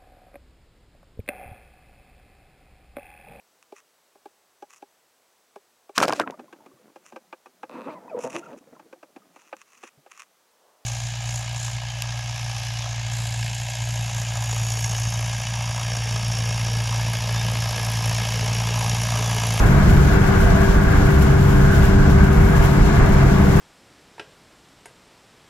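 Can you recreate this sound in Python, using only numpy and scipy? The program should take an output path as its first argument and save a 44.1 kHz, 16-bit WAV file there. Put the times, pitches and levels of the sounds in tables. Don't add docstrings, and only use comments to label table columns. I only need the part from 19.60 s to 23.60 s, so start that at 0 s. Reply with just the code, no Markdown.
import sys
import numpy as np
from scipy import signal
from scipy.fft import rfft, irfft
from scipy.io import wavfile
from scipy.ndimage import uniform_filter1d, minimum_filter1d

SR = 44100
rng = np.random.default_rng(int(sys.argv[2]) if len(sys.argv) > 2 else 0)


def output_pcm(signal):
    pcm = np.clip(np.atleast_2d(signal).T, -1, 1) * 32767
    wavfile.write(sys.argv[1], SR, np.round(pcm).astype(np.int16))


N = 176400
T = np.arange(N) / SR
FREQS = np.maximum(np.fft.rfftfreq(N, 1 / SR), 1e-3)

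# (frequency [Hz], relative level [dB])
RUMBLE_SPECTRUM = [(6, -28), (14, -15), (26, 0), (43, 2), (60, -2), (85, -4), (115, -5), (175, -5),
                   (205, -9.5), (240, -15), (310, -16.5), (420, -20), (520, -26.5), (800, -39), (2000, -76)]
# (frequency [Hz], relative level [dB])
ROAR_SPECTRUM = [(200, -56), (450, -5.5), (570, -5.5), (660, -1), (790, -1.5), (920, 0.5), (1030, 0.5),
                 (1170, 0.2), (1290, -2.5), (1420, -2), (1700, -2), (1880, -10), (2020, -7), (2260, -8.5),
                 (2450, -15), (3300, -23.5), (4500, -36), (9000, -60)]
# (time [s], gain [dB])
ROAR_SWELL = [(0, 1), (.35, -.5), (.55, 0.5), (.95, 0.9), (1.15, 0), (1.32, 0), (1.9, -0.5), (2.1, -1),
              (2.6, 0.5), (3.15, 0.5), (3.5, 1.5), (3.85, 0.1), (4.0, 2.5)]
# (time [s], gain [dB])
RING_SWELL = [(0, -5), (.28, 4), (.4, -7), (.47, 3.5), (.6, -14), (.78, -4), (.82, 5), (.88, 8), (.95, 11),
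              (1.04, 2), (1.58, -4.5), (1.75, 1), (1.97, -3), (2.2, 1), (2.48, -1), (3.15, -4.5), (3.36, 1),
              (3.72, 3), (4.0, -1)]
# (centre [Hz], width [Hz], level [dB])
WHOOSH_RESONANCES = [(1428, 79, -41), (1556, 210, -35)]
# (time [s], gain [dB])
WHOOSH_SWELL = [(0, 1.5), (.45, 0.5), (.59, 4.5), (.88, 3), (1.25, 3.5), (1.34, 5.5), (1.59, 0),
                (1.92, -0.5), (2.08, 7.5), (2.27, -2), (2.44, 6), (2.54, -3), (2.62, 6), (2.78, -4),
                (2.88, 1), (3.18, -5), (3.32, 0), (3.44, -5), (4.0, -9)]
# (frequency [Hz], left over right [dB], coherence [0-1], left lead [rad])
ROAD_STEREO = [(40, -2.5, 0.98, 0.32), (198, 3, 0.98, -0.1), (302, -2.5, 0.87, 0.7), (430, 8, 0.83, 0.82),
               (556, 0, 0.53, 0.1), (624, 1, 0.93, -1.3), (743, -2, 0.8, 0), (872, 0, 0.32, -0.3),
               (1003, 3.5, 0.3, 2.5), (1126, 0.5, 0.85, 1.26), (1350, 5, 0.32, -0.5),
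               (1540, -3.5, 0.27, 0.2), (1740, 2.5, 0.52, 0.5), (1870, 4.5, 0, 2), (2230, 6.5, 0.4, 2),
               (2700, 10, 0.2, 1.5), (3240, 6, 0.1, 3)]
# (multiple of the wheel rate [-], level [dB], waver [dB])
WHEEL_HARMONICS = [(5, -22, 2.5), (10, -21, 1.7), (15, -31.5, 0.5)]
# (time [s], gain [dB])
DRONE_SWELL = [(0, -4.5), (.3, 1.5), (.9, -5), (1.2, -5.5), (1.55, 1.5), (2.5, 1), (2.95, 2), (4.0, 0.5)]
# (time [s], rate [Hz])
FIRING_RATE = [(0, 100), (.15, 99.5), (.35, 97.87), (.8, 97), (1.1, 97.21), (4.0, 97.41)]
# (time [s], gain [dB])
ENGINE_LOAD = [(0, -7), (.6, -3), (1.0, -1), (1.6, 0), (2.4, -1), (4.0, -0.5)]
# (multiple of the firing rate [-], level [dB], left over right [dB], left lead [rad], waver [dB])
ENGINE_HARMONICS = [(1, -29, 0, 0.079, 6), (2, -24.5, 0, 0.31, 1.5), (3, -33, 9, 0.58, 3),
                    (4, -25.5, 7, 1.78, -0.86), (5, -41, 8.5, 0.36, 3)]
# (time [s], gain [dB])
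BOOM_SWELL = [(0, 4), (.9, -0.5), (1.3, -1.5), (1.75, -1), (2.05, 1.5), (2.25, 4), (2.62, 4.5), (3.1, -4),
              (4.0, 1)]
# (frequency [Hz], relative level [dB])
HISS_SPECTRUM = [(1000, -17), (2500, 2.5), (4000, 2), (5500, 0.5), (7200, -1.5), (7800, -3), (8500, -14),
                 (10000, -8.5), (12500, -22), (14000, -29), (16000, -20)]
# (frequency [Hz], left over right [dB], coherence [0-1], left lead [rad])
HISS_STEREO = [(2500, 4.5, 0.15, 2), (7360, 9, 0.42, 3), (8700, 3, .3, 1.5), (10000, -3, .1, 1),
               (12300, -5, .1, -0.5), (14000, 0, .5, -3)]
# (frequency [Hz], relative level [dB])
SIZZLE_SPECTRUM = [(1500, -6), (2800, 7.5), (4500, -0.5), (7400, 3), (8600, -5), (9700, -1.5), (12100, 2),
                   (13000, -3), (14200, -10.5), (15600, -7)]
# (frequency [Hz], left over right [dB], coherence [0-1], left lead [rad])
SIZZLE_STEREO = [(7400, 8.5, 0.09, 0), (8600, -1, .4, 0), (10000, -5.5, 0, 0), (12300, -5, 0.2, 0),
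                 (13600, -1, 0.7, 0), (15500, -1, .4, 0)]
# (time [s], gain [dB])
GUSTS = [(0, 2.5), (.18, 0), (.42, 1), (.55, -0.5), (.65, -1), (.8, 2), (.95, -0.5), (1.07, 2),
         (1.18, -1.5), (1.55, 1.5), (1.78, -1), (1.88, 2.5), (2.06, -1), (2.2, 2), (2.4, -3.5), (2.68, -1),
         (3.02, 4), (3.25, -2), (3.5, -0.5), (3.85, -0.5), (4.0, 4)]
# (time [s], peak over the sizzle's base level [dB], decay [s])
WIND_SPITS = [(.066, 4, 0.022), (0.299, 7.5, 0.021), (1.626, 9, .014), (2.152, 6, 0.028), (2.25, 6, .035),
              (2.503, 3, 0.035), (3.045, -2, .015), (3.535, 2, 0.016)]


def road_rumble():
    level_db = -14 + 0.85 * wander(per_s=1.9)
    return stereo_noise(RUMBLE_SPECTRUM, ROAD_STEREO) * undb(level_db)


def wheel_drone():
    wheel_hz = 13.92 * (1 + 0.0029 * wander(per_s=3.05))
    phase = shaft_phase(wheel_hz)
    drone = sum(partial(multiple * phase, db, waver_db, pan_db=0.5, lead_rad=0.33)
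                for multiple, db, waver_db in WHEEL_HARMONICS)
    return drone * undb(curve(DRONE_SWELL))


def engine_hum():
    phase = shaft_phase(curve(FIRING_RATE))
    hum = 0
    for multiple, db, pan_db, lead_rad, waver_db in ENGINE_HARMONICS:
        boom_db = curve(BOOM_SWELL) if multiple == 2 else 0
        hum += partial(multiple * phase, db + boom_db, waver_db, pan_db, lead_rad)
    return hum * undb(curve(ENGINE_LOAD))


def tyre_noise():
    roar_db = -25.5 + curve(ROAR_SWELL) + 0.98 * wander(per_s=28)
    roar = cabin_echoes(stereo_noise(ROAR_SPECTRUM, ROAD_STEREO)) * undb(roar_db)
    ring = resonance(hz=661, width_hz=88) * undb(-36.5 + curve(RING_SWELL))
    whoosh = sum(resonance(hz, width_hz) * undb(db) for hz, width_hz, db in WHOOSH_RESONANCES)
    return roar + ring + whoosh * undb(curve(WHOOSH_SWELL))


def window_wind():
    hiss = stereo_noise(HISS_SPECTRUM, HISS_STEREO) * undb(-39.5 + 1.5 * wander(per_s=11))
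    flow = undb(curve(GUSTS) + 1.5 * wander(per_s=69))
    spit_power = sum((undb(db) * spit(at, decay_s)) ** 2 for at, db, decay_s in WIND_SPITS)
    grain = undb(-40.5 + wander(per_s=610))
    sizzle = stereo_noise(SIZZLE_SPECTRUM, SIZZLE_STEREO) * grain
    return hiss + sizzle * np.sqrt(flow ** 2 + spit_power)


def spit(at, decay_s, attack_s=0.01):
    return np.exp(-np.maximum((at - T) / attack_s, (T - at) / decay_s))


def cabin_echoes(direct, t60_s=0.087, echo_db=-12.5):
    response = rng.standard_normal(N) * undb(-60 * T / t60_s)
    response /= np.linalg.norm(response)
    heard = direct + undb(echo_db) * irfft(rfft(direct) * rfft(response), N)
    return heard / heard.std()


def resonance(hz, width_hz):
    bell = 1 / (1 + (2 * (FREQS - hz) / width_hz) ** 2)
    white = stereo_noise([(hz, 0)], ROAD_STEREO)
    ringing = irfft(rfft(white) * bell, N)
    return ringing / ringing.std()


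def stereo_noise(spectrum, stereo):
    balance_db, coherence, lead_rad = over_frequency(stereo)
    colour_db, = over_frequency(spectrum)
    left, unrelated = np.exp(2j * np.pi * rng.random((2, len(FREQS))))
    right = (coherence * left + np.sqrt(1 - coherence ** 2) * unrelated) * np.exp(-1j * lead_rad)
    gains = undb(colour_db + np.array([balance_db, -balance_db]) / 2)
    noise = irfft(np.array([left, right]) * gains, N)
    return noise / noise.std()


def partial(phase, db, waver_db, pan_db, lead_rad):
    left = undb(pan_db / 2) * np.sin(phase + lead_rad)
    right = undb(-pan_db / 2) * np.sin(phase)
    return np.sqrt(2) * undb(db + waver_db * wander(per_s=10.3)) * np.array([left, right])


def shaft_phase(hz):
    return 2 * np.pi * (np.cumsum(hz) / SR + rng.random())


def wander(per_s):
    drift = irfft(rfft(rng.standard_normal(N)) * np.exp(-(2 * FREQS / per_s) ** 2), N)
    return (drift - drift.mean()) / drift.std()


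def curve(rows):
    return np.interp(T, *np.array(rows).T)


def over_frequency(rows):
    hz, *columns = np.array(rows, float).T
    return [np.interp(np.log(FREQS), np.log(hz), column) for column in columns]


def undb(db):
    return 10 ** (np.asarray(db) / 20)


def scene():
    return road_rumble() + wheel_drone() + engine_hum() + tyre_noise() + window_wind()


def record(dry):
    ceiling, window, top_hz = 0.9, int(0.02 * SR), 15750
    gain = ceiling / np.maximum(np.abs(dry).max(axis=0), ceiling)
    limited = dry * uniform_filter1d(minimum_filter1d(gain, window), window)
    lowpass = signal.ellip(10, 0.1, 80, top_hz, fs=SR, output="sos")
    return signal.sosfilt(lowpass, limited)


dry = scene()
out = record(dry)
output_pcm(out)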